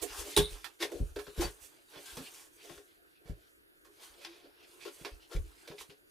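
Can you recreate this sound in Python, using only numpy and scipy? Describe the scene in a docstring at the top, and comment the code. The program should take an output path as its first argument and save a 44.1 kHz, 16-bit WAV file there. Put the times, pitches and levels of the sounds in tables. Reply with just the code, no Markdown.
"""Someone pushes a chair aside and kneels on a wooden floor to handle stands and cables in a small, damped
room. Cloth and cables rub: noise made of tiny slips. Hard parts knock and scuff: short noise bursts that set
parts ringing. Other parts creak or ring as brief tones, and a loose metal part rattles as a run of short pings.
Feet and knees thump the boards: soft pushes set low floor tones ringing. A faint hum of air, made of coloured
noise, lies below."""
import sys
import numpy as np
from scipy import signal
from scipy.fft import rfft, irfft
from scipy.io import wavfile
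from scipy.ndimage import uniform_filter1d

SR = 44100
rng = np.random.default_rng(int(sys.argv[2]) if len(sys.argv) > 2 else 0)


def transcribe(u):
    """Save the signal u as a 16-bit wav file named by the first command-line argument.

    u: samples, shape (n,) or (channels, n), limited to [-1, 1]; the rate is SR.
    q: integer samples, one column per channel.
    """
    v = np.clip(np.atleast_2d(u).T, -1, 1)
    q = np.round(v * 32767).astype(np.int16)
    wavfile.write(sys.argv[1], SR, q)


N = 269010
TIME_S = np.arange(N) / SR
HZ = np.maximum(np.arange(N // 2 + 1) * SR / N, 1)   # frequencies of the spectrum, kept above zero

# Rubbing of cloth and cables: t/s, level of hard parts/dB, sheen above hard/dB
RUBBING = [(0, -54.5, -1), (.33, -49.5, -1), (0.511, -55.5, 4.5), (.61, -63.5, 1), (.79, -81, 10),
           (1.001, -58.5, -2), (1.06, -69.5, 5.5), (1.15, -70.5, 8.5), (1.34, -66.5, 9), (1.39, -48.5, -1),
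           (1.51, -61, 4.5), (1.87, -71, -0.5), (1.99, -60, 6), (2.12, -54.5, 4), (2.299, -59, 5),
           (2.5, -74, 4.5), (2.61, -63.5, 1.5), (2.8, -75.5, 8), (2.938, -73, -1.5), (3.65, -79.5, 4.5),
           (3.88, -81, 6), (4.04, -58, 2.5), (4.16, -65.5, 0), (4.4, -68, -1), (4.55, -69, -10.5),
           (4.69, -64.5, 3), (4.95, -63.5, 4.5), (5.08, -68.5, 5), (5.2, -68.5, 1), (5.44, -70, 5),
           (5.601, -63, 0), (5.78, -64.5, -2.5), (5.948, -82, 6.5), (6.1, -81.5, 5)]
# How alike the rubbing is in left and right: f/Hz, likeness (1 same, -1 opposite)
RUBBING_LIKENESS = [(200, 0.74), (1000, 0.19), (4000, 0.64), (12000, 1)]
RUB_WOOD_DB, RUB_WOOD_FOLLOWS = -68.5, 0.54   # wood at mean rubbing, and its share of the swing in dB
RUB_PLASTIC_DB = -6   # above hard
# A knock leaves loose things stirring: level above the knock, and its fade
STIR_DB, STIR_FADE_DB_PER_S = -14, 177.5
# Share of the stirring in hard, wood, plastic, sheen: level/dB
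STIR_COLOUR_DB = [2, -11.5, -4.5, -7.5]

# Colour of small hard parts: f/Hz, relative level/dB
HARD_COLOUR = [(1500, -13), (2000, -0.5), (2600, 2.5), (3500, 1.5), (4700, 0.5), (6000, -8), (8000, -28.5)]
# Resonances of wood: f/Hz, width/Hz, relative level/dB
WOOD_RESONANCES = [(288, 16.5, -1.5), (345.5, 44.6, 1), (435, 41, 0.5), (516.6, 39, -8.5),
                   (562.8, 14, -2.5), (680, 111, -9), (780, 70, -19)]
# Colour of plastic shells: f/Hz, relative level/dB
PLASTIC_COLOUR = [(550, -35), (700, 1.5), (900, 6), (1300, 3), (1700, 3.5), (2200, -17.5)]
# Colour of fine surface texture: f/Hz, relative level/dB
SHEEN_COLOUR = [(4000, -25), (6000, -3), (7500, -3.5), (9500, -2), (12000, -6), (14000, -10.5),
                (16000, -3.5)]

# Colour of the air: f/Hz, relative level/dB
AIR_COLOUR = [(15, -22.5), (25, -4), (64, -5), (212, -10), (293, 1.5), (354, 5), (516, -8), (887, -19),
              (1520, -1.5), (2110, -9.5), (4740, -17.5), (6920, -59.5), (9570, -12.5), (13200, -16),
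              (16000, -24.5)]
# How alike the air is in left and right: f/Hz, likeness (limited to -0.99 .. 0.99 in use)
AIR_LIKENESS = [(60, 0.84), (180, -0.53), (550, -0.55), (1650, -0.82), (4970, -1.4), (15000, -1.1)]

# Scuffs, at their strongest moment: t/s, hard level/dB, wood, plastic and sheen above hard/dB (three columns),
# width/s, small part f/Hz
SCUFFS = [(0.0324, -52.5, 11.5, -5, 12, 0.012, 4460), (0.1344, -59, -3, 5.5, 5, 0.033, 1200),
          (0.2014, -55.5, 2.5, 1.5, 13, 0.027, 5520), (0.2674, -61, 14.5, -11, 8, 0.023, 3200),
          (0.5574, -61.5, -0.5, -2.5, -0.5, 0.044, 1350), (0.8272, -40, 3, -15, -3.5, 0.02, 2200),
          (0.961, -71, 22, -7, 9, 0.062, 4560.0), (1.389, -63, 15, 0, -1, 0.024, 1510.0),
          (1.426, -48, 5, 3, -2, 0.024, 4680), (1.4694, -56.5, 3, -2, -23, 0.03, 2170),
          (1.64, -68.5, 1, -20, 12.5, 0.034, 2920.0), (1.9686, -59.5, 5, -4.5, -24, 0.037, 3460),
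          (2.0994, -57.5, -24, -17, -7, 0.056, 1640), (2.271, -58, -15, -17, -14, 0.011, 3130),
          (2.3986, -66, -16, -4, 8, 0.064, 5760), (2.6494, -69.5, 11, -14, 1, 0.016, 2180.0),
          (2.7213, -63.5, 3, -7.5, 3, 0.078, 3760), (3.2865, -68, 12, 0, -4, 0.031, 2330),
          (4.0444, -70, -21.5, -4.5, 5.5, 0.03, 1550.0), (4.2344, -60, -23, -18, -3.5, 0.03, 2590.0),
          (4.3294, -67, -5, -8, -36, 0.11, 2560), (4.459, -75, 14, 0, -28, 0.021, 1770),
          (4.8259, -56.5, -22, -17, -9, 0.022, 2610), (4.878, -56.5, -3, -6, -8, 0.021, 1400),
          (5.011, -67, 7, -3, 6, 0.033, 3400.0), (5.3325, -56.5, 10, 0.5, -4, 0.022, 1420),
          (5.364, -53.5, 3, -12, -7.0, 0.0078, 2380), (5.7174, -61.5, 10.5, 2.5, -18.0, 0.016, 3740),
          (5.8082, -56.5, -24, -27, 3.5, 0.025, 3900)]
# Knocks: t/s, hard level/dB, wood, plastic and sheen above hard/dB (three columns), contact/s, small part f/Hz
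KNOCKS = [(0.3649, -30.5, 10.5, -30, 6, 0.0073, 3730), (0.3728, -29.5, 0, -4.5, 4, 0.012, 3500),
          (0.6431, -44, -32, -2.5, -9, 0.012, 4320), (0.803, -51, -18, 0, -14.5, 0.022, 3780),
          (0.8242, -33.5, -7, -6.5, -17, 0.011, 2170), (0.9174, -59, 21, 8, 5.5, 0.011, 3730.0),
          (1.1594, -46.5, 12, 4, -43, 0.0094, 2300), (1.188, -51, 6, 4.5, -34, 0.012, 2830),
          (1.267, -54, 8.5, 1.5, -15, 0.011, 1550), (1.408, -44, 3, -14.0, 6.5, 0.023, 4500),
          (1.934, -62, -7, -2, -12, 0.019, 3440.0), (2.0565, -56, -24, -21, 5, 0.022, 1600),
          (2.168, -48, 4.5, 0.5, -3.0, 0.022, 1317), (2.3355, -59.5, -22, -15, 8, 0.024, 4440),
          (2.6666, -66, 4, -1, 2, 0.0092, 2180.0), (2.693, -60, 16, 7, -6, 0.011, 2150),
          (2.7774, -59.0, 12.5, 5.0, -9, 0.007, 1420), (3.8468, -66.5, 1.5, 3.5, -2, 0.021, 1470),
          (4.137, -59.5, -20, -12, -11, 0.0063, 3330), (4.2476, -42.5, -12.5, -12, -13, 0.01, 2600.0),
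          (4.851, -50.5, 10, -1, -13, 0.013, 4600), (5.0481, -41.5, 1.5, -1.5, -39, 0.013, 2790),
          (5.674, -51.0, 3.5, -11, -7, 0.02, 2400), (5.7824, -47, -37, -30, -11.5, 0.0061, 2540),
          (5.81, -51.5, 1, 3, -11, 0.0036, 3730), (5.897, -57.5, 5.0, -4.5, -28, 0.014, 3500)]
# Ringing of the touched frame: f/Hz, relative level/dB, time to fall 60 dB/s
FRAME_MODES = [(350.5, -8.5, 0.14), (419.4, -7.5, 0.24), (550.7, -10, 0.056), (760, -12, 0.028)]
FRAME_VARIES_DB, SCATTER_DB = 4.5, 4.5   # chance in ring strength; contacts fall a little left or right
PART_T60_S = .018   # time for the touched small part to fall 60 dB
KNOCK_ATTACK = .1   # share of the contact time

# Thumps on the boards: t/s, level/dB, middle modes above/dB, upper modes above/dB, push/s, ring time factor
THUMPS = [(0.015, -56, -21.0, -16, 0.0054, 0.72), (0.099, -50, -5.0, -29.0, 0.016, 1.0),
          (0.181, -46, -30, -22, 0.011, 1.0), (0.372, -37, -22, -3, 0.0049, 0.94),
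          (0.39, -35.5, -21, 5.5, 0.0071, 1.0), (0.512, -34, -8.5, -18, 0.0204, 0.83),
          (0.837, -71, 0, 7, 0.008, 0.8), (0.944, -54, -8, -4, 0.0093, 1),
          (1.002, -32.5, -37.0, -6, 0.0049, 0.93), (1.025, -37, 5, -29, 0.002, 0.43),
          (1.1, -46, -8, -33.0, 0.011, 0.57), (1.156, -53, -23, -26, 0.004, 0.92),
          (1.276, -61, -6, 4, 0.008, 0.74), (1.377, -33.5, -20.0, -8, 0.0097, 0.91),
          (1.447, -42.5, 4, -1.5, 0.0051, 0.79), (1.611, -67.0, -14.0, -31.0, 0.0064, 0.94),
          (1.964, -79.0, -3.0, 17, 0.0042, 1.0), (2.124, -57.0, -15.0, -17.0, 0.008, 0.47),
          (2.172, -72.5, -6.0, 22, 0.0035, 0.8), (2.205, -77, 9, 24, 0.0063, 0.68),
          (2.704, -75.5, -6.0, 19, 0.0087, 1.0), (2.768, -67.5, 2, -15, 0.0043, 0.57),
          (3.254, -60.0, -4.5, 4, 0.013, 0.6), (3.296, -41.5, 8.5, 2.5, 0.01, 0.76),
          (4.092, -66, -11.0, -28, 0.013, 0.87), (5.012, -66.5, -8.0, 12, 0.0059, 0.59),
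          (5.114, -43.5, -15, -44, 0.015, 0.8), (5.349, -21.5, -10, -10.5, 0.019, 0.81),
          (5.391, -32.5, -28.0, -36, 0.0077, 0.47), (5.44, -50.5, -4, -44, 0.006, 1.0),
          (5.701, -83.0, 2.0, 29.5, 0.0032, 0.91), (5.799, -70, -15.0, -20.0, 0.0095, 0.7),
          (5.891, -83.5, 2.0, 22.5, 0.0068, 0.86)]
# Low floor modes: f/Hz, relative level/dB, time to fall 60 dB before the ring time factor/s, left above right/dB
BOARDS_LOW = [(46.3, 2.5, .25, -9), (67, 8, .2, 6.5)]
# Middle floor modes, same columns: f/Hz, relative level/dB, time to fall 60 dB/s, left above right/dB
BOARDS_MID = [(72, 0, 0.158, 0.5), (102, -5.5, 0.21, 12), (118, -8.5, 0.13, -7)]
# Upper floor modes, same columns: f/Hz, relative level/dB, time to fall 60 dB/s, left above right/dB
BOARDS_HIGH = [(154, 2, 0.15, 9), (181.5, -1, 0.14, 5.5), (254, -1.5, 0.091, -16)]

# Brief tones: most from a part slipping under load, one (at 0.366 s) the chair frame ringing after a knock:
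# t/s, starting f/Hz, peak level before the room/dB, length/s
CREAKS = [(0.109, 1228, -56.5, 0.11), (0.366, 873, -28, 0.018), (0.802, 349, -37.5, 0.048),
          (0.903, 346, -45.5, 0.047), (1.395, 343, -24.5, 0.02), (1.42, 782, -31.5, 0.007),
          (1.424, 4610, -43, 0.042), (2.174, 257, -44, 0.051), (2.267, 2774, -55.5, 0.026),
          (4.253, 339, -53.5, 0.087), (4.443, 338, -49.5, 0.013), (4.848, 364, -43, 0.041),
          (5.049, 369, -38, 0.015)]

# Loose metal part, typical values along its run: t/s, bounces per second, ping f/Hz, level/dB
RATTLE = [(0.364, 99, 3770, -19), (0.381, 129, 3550, -22), (0.398, 113, 3500, -39),
          (0.429, 98, 3680, -33.5), (0.461, 108, 3914, -33), (0.486, 130, 4050, -47), (.51, 120, 4200, -67)]
PING_S = .0011   # rise and decay time of a ping
RATTLE_UPPER_HZ, RATTLE_UPPER_DB = 9300, -11.5   # a higher mode of the loose part: typical pitch, level

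# How fast the room dies away: f/Hz, time to fall 60 dB/s
ROOM_T60 = [(200, 0.14), (1000, 0.16), (4000, 0.079), (12000, 0.16)]
# How alike the reflections are in left and right: f/Hz, likeness (limited to -0.99 .. 0.99 in use)
ROOM_LIKENESS = [(200, 1), (1000, 0.64), (4000, 0.35), (12000, 1)]

# Treble balance of the microphone ports: f/Hz, left above right/dB
MIC_BALANCE = [(3000, 0.0), (6000, 1.5), (9000, -4.5), (14000, -6)]
# Treble phase of the microphone ports: f/Hz, lead of left over right/rad
MIC_TURN = [(3000, 0), (8000, .2), (10000, 1.1), (14000, 1.3)]


def from_db(db):
    """Turn decibels into a plain factor."""
    return 10 ** (np.asarray(db) / 20)


def rms_one(x):
    """Scale to an average strength (rms) of 1."""
    return x / np.sqrt(np.mean(np.abs(x) ** 2) + 1e-20)


def at_hz(points, hz):
    """Read a table between its points, along a logarithmic frequency scale."""
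    table = np.array(points)
    return np.interp(np.log(hz), np.log(table[:, 0]), table[:, 1])


def coloured(x, gain):
    """Filter by a gain over frequency, scaled so that white noise keeps its rms."""
    return irfft(rfft(x) * rms_one(gain), N)


def alike(mid, side, points):
    """Left and right from two spectra, as alike as the table says."""
    likeness = np.clip(at_hz(points, HZ), -.99, .99)
    shared = np.sqrt(.5 + likeness / 2) * mid
    opposed = np.sqrt(.5 - likeness / 2) * side
    return shared + opposed * [[1], [-1]]


def panned(db):
    """Gains for left and right that differ by this many decibels."""
    return from_db(np.array([[.5], [-.5]]) * db)


def ring(force, hz, t60):
    """A resonance struck by a force: a unit click sets a sine of starting height 1 ringing and fading."""
    decay = from_db(-60 / (t60 * SR))
    turn = 2 * np.pi * hz / SR
    feedback = [1, -2 * decay * np.cos(turn), decay * decay]
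    return signal.lfilter([0, np.sin(turn)], feedback, force + 1e-18)


def clumps(spread_db, size):
    """A strength that wavers by chance, smoothed over `size` samples."""
    slow = uniform_filter1d(rng.standard_normal(N), size=size)
    return rms_one(from_db(spread_db * rms_one(slow)))


def grains(spread_db, size):
    """Dense tiny slips whose strength comes in clumps of `size` samples."""
    return rms_one(rng.standard_normal(N) * clumps(spread_db, size))


def materials(hard, wood, plastic, sheen):
    """Contact forces sound through hard small parts, wood resonances, plastic shells and fine surface texture."""
    bells = 0
    for k, (hz, width, db) in enumerate(WOOD_RESONANCES):
        bell = from_db(db) / (1 + 1j * (HZ - hz) / (width / 2))
        bells = bells + bell * (-1) ** k   # signs alternate
    steep = 1 / (1 + (240 / HZ) ** 10)   # the wood radiates little below its first resonance
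    out = coloured(wood, bells * steep)
    for force, colour in ((hard, HARD_COLOUR), (plastic, PLASTIC_COLOUR), (sheen, SHEEN_COLOUR)):
        out = out + coloured(force, from_db(at_hz(colour, HZ)))
    return out


def patchy(x, spread_db):
    """Shifting narrow patches of the spectrum lift and sink for a moment, keeping the power on average."""
    cells = signal.stft(x, nperseg=512)[2]
    field = uniform_filter1d(rng.standard_normal(cells.shape[1:]), size=4, axis=0)   # across frequency
    field = uniform_filter1d(field, size=14, axis=1)   # across time
    patch_db = spread_db * rms_one(field) - spread_db ** 2 * np.log(10) / 20
    return signal.istft(cells * from_db(patch_db), nperseg=512)[1][:, :N]


def rubbing():
    """Continuous slips follow the movement, spread over a wide patch of floor; each knock stirs them up briefly."""
    s, level_db, sheen_db = np.transpose(RUBBING)
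    hard = np.interp(TIME_S, s, level_db)
    wood = RUB_WOOD_DB + RUB_WOOD_FOLLOWS * (hard - hard.mean())
    sheen = hard + np.interp(TIME_S, s, sheen_db)
    moving = from_db([hard, wood, hard + RUB_PLASTIC_DB, sheen])

    kicks = np.zeros(N)
    kicks[[round(row[0] * SR) for row in KNOCKS]] = from_db([row[1] + STIR_DB for row in KNOCKS])
    stir = signal.lfilter([1], [1, -from_db(-STIR_FADE_DB_PER_S / SR)], kicks + 1e-18)

    gains = np.hypot(moving, from_db(STIR_COLOUR_DB)[:, None] * stir)
    gains = [g * clumps(spread_db=2.5, size=2500) for g in gains]   # each material wavers on its own
    near, wide = [materials(*[g * grains(spread_db=1.0, size=300) for g in gains]) for _ in range(2)]
    return irfft(alike(rfft(near), rfft(wide), RUBBING_LIKENESS), N)


def air():
    """The background of the room and the microphones: steady noise shaped over frequency."""
    mid, side = rfft(rng.standard_normal((2, N))) * from_db(at_hz(AIR_COLOUR, HZ))
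    return from_db(-65.5) * rms_one(irfft(alike(mid, side, AIR_LIKENESS), N))


def contacts(rows, shape, spread_db, frame_db, part_db):
    """Bursts of small contacts drive the materials; the frame and the touched part ring on."""
    force, rings = np.zeros((4, 2, N)), np.zeros((2, N))
    slips = grains(spread_db, size=60)
    chance = rng.standard_normal((len(rows), 1 + len(FRAME_MODES)))
    for (s, db, wood_db, plastic_db, sheen_db, length, part_hz), (side, *strengths) in zip(rows, chance):
        start = max(0, round((s - 2 * length) * SR))
        at = slice(start, round((s + 2 * length + .2) * SR))
        weight = shape((TIME_S[at] - s) / length)
        burst = rms_one(slips[at] * weight) * np.sqrt(np.mean(weight ** 2))
        burst = burst * panned(SCATTER_DB * side)

        colour_db = np.array([0, wood_db, plastic_db, sheen_db])
        force[:, :, at] += from_db(db + colour_db)[:, None, None] * burst
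        for (hz, mode_db, t60), strength in zip(FRAME_MODES, strengths):
            ring_db = db + wood_db + frame_db + mode_db + FRAME_VARIES_DB * strength
            rings[:, at] += from_db(ring_db) * ring(burst, hz, t60)
        rings[:, at] += from_db(db + part_db) * ring(burst, part_hz, PART_T60_S)
    low_cut = signal.butter(3, 230, "high", fs=SR, output="sos")
    return materials(*force) + signal.sosfilt(low_cut, rings)


def scuffs():
    """A short slide: a burst of contacts that swells and fades."""
    return contacts(SCUFFS, lambda u: np.exp(-u * u), spread_db=1.5, frame_db=-35, part_db=-22)


def thumps():
    """A soft push sets floor modes ringing; higher modes feel a shorter part; weight left on the boards damps them."""
    boom = np.zeros((2, N))
    for s, db, middle_db, upper_db, push, free in THUMPS:
        at = boom[:, round(s * SR):round((s + .6) * SR)]   # a view: adding here adds to boom
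        groups = ((0, BOARDS_LOW), (middle_db, BOARDS_MID), (upper_db, BOARDS_HIGH))
        for k, (above_db, modes) in enumerate(groups):
            samples = int(np.clip(push, .002, .03) * SR / (k + 1))
            half_sine = np.sin(np.linspace(0, np.pi, samples))
            force = np.pad(half_sine / half_sine.sum(), (0, at.shape[1] - samples))
            for hz, mode_db, t60, pan_db in modes:
                at -= from_db(db + above_db + mode_db) * ring(force, hz, t60 * free) * panned(pan_db)
    low_cut = signal.butter(3, 32, "high", fs=SR, output="sos")
    return signal.sosfilt(low_cut, boom)


def creaks():
    """A brief tone that swells and stops, its pitch gliding a little: a part slipping under load, or the frame
    ringing after a knock."""
    out = np.zeros(N)
    for s, hz, db, length in CREAKS:
        start, bend = rng.random(2)
        u = np.linspace(0, 1, int(length * SR))   # from start to end of the creak
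        pitch = hz * (1 + 0.06 * (bend - .5) * u)
        phase = 2 * np.pi * (start + np.cumsum(pitch) / SR)
        out[round(s * SR):][:len(u)] += from_db(db) * np.sin(np.pi * u) ** 0.75 * np.sin(phase)
    return out


def rattle():
    """A loose part bounces quickly and nearly evenly, each bounce a short ping of two modes."""
    s, per_s, hz, db = np.transpose(RATTLE)
    out = np.zeros(N)
    t = np.arange(int(.03 * SR)) / SR
    swell = t / PING_S * np.exp(1 - t / PING_S)
    at = s[0]
    for late, size_db, detune in rng.standard_normal((40, 3)):
        if at < s[-1]:
            main_hz = np.interp(at, s, hz) * (1 + 0.052 * detune)
            upper_hz = RATTLE_UPPER_HZ * (1 + .03 * late)
            upper = from_db(RATTLE_UPPER_DB) * np.sin(2 * np.pi * upper_hz * t)
            ping = (np.sin(2 * np.pi * main_hz * t) + upper) * swell
            out[round(at * SR):][:len(t)] += from_db(np.interp(at, s, db) + 1.4 * size_db) * ping
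        at += (1 + 0.071 * late) / np.interp(at, s, per_s)
    return out


def knocks():
    """Hard parts meet: a burst of contacts with a quick start, dying over the contact time."""
    def shape(u):
        return np.clip(u / KNOCK_ATTACK, 0, 1) * np.exp(-np.abs(u))
    return contacts(KNOCKS, shape, spread_db=2.5, frame_db=-29, part_db=-27.0)


def room(x, wet_db):
    """Direct sound plus dense reflections, each octave dying at its own pace."""
    white = rng.standard_normal((2, N))
    tails = 0
    for hz in 180 * 2.0 ** np.arange(7):
        t60 = at_hz(ROOM_T60, hz)
        fade = (TIME_S > .002) * from_db(-60 * np.minimum(TIME_S, 1) / t60)   # reflections start after 2 ms
        octave = np.exp(-2 * np.log2(HZ / hz) ** 2)
        strength = np.sqrt(t60 * SR / np.log(1e6))   # evens out long and short tails
        tails = tails + rfft(white * fade) / strength * octave
    return x + from_db(wet_db) * irfft(rfft(x) * alike(*tails, ROOM_LIKENESS), N)


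def scene():
    """Handling sounds go through the room; rustle, thumps and air are added as they are."""
    rustle = patchy(rubbing(), spread_db=2.5)
    background = patchy(air(), spread_db=1.2)
    handling = scuffs() + creaks() + rattle() + knocks()
    return rustle + background + thumps() + room(handling, wet_db=-2.5)


def record(dry):
    """The two microphone ports differ in the treble; the top is cut."""
    turn = np.exp(.5j * at_hz(MIC_TURN, HZ) * [[1], [-1]])
    ports = panned(at_hz(MIC_BALANCE, HZ)) * turn
    top_cut = signal.cheby2(12, 60, 16100, fs=SR, output="sos")   # 60 dB down from 16.1 kHz up
    return signal.sosfilt(top_cut, irfft(rfft(dry) * ports, N))


dry = scene()
out = record(dry)
transcribe(out)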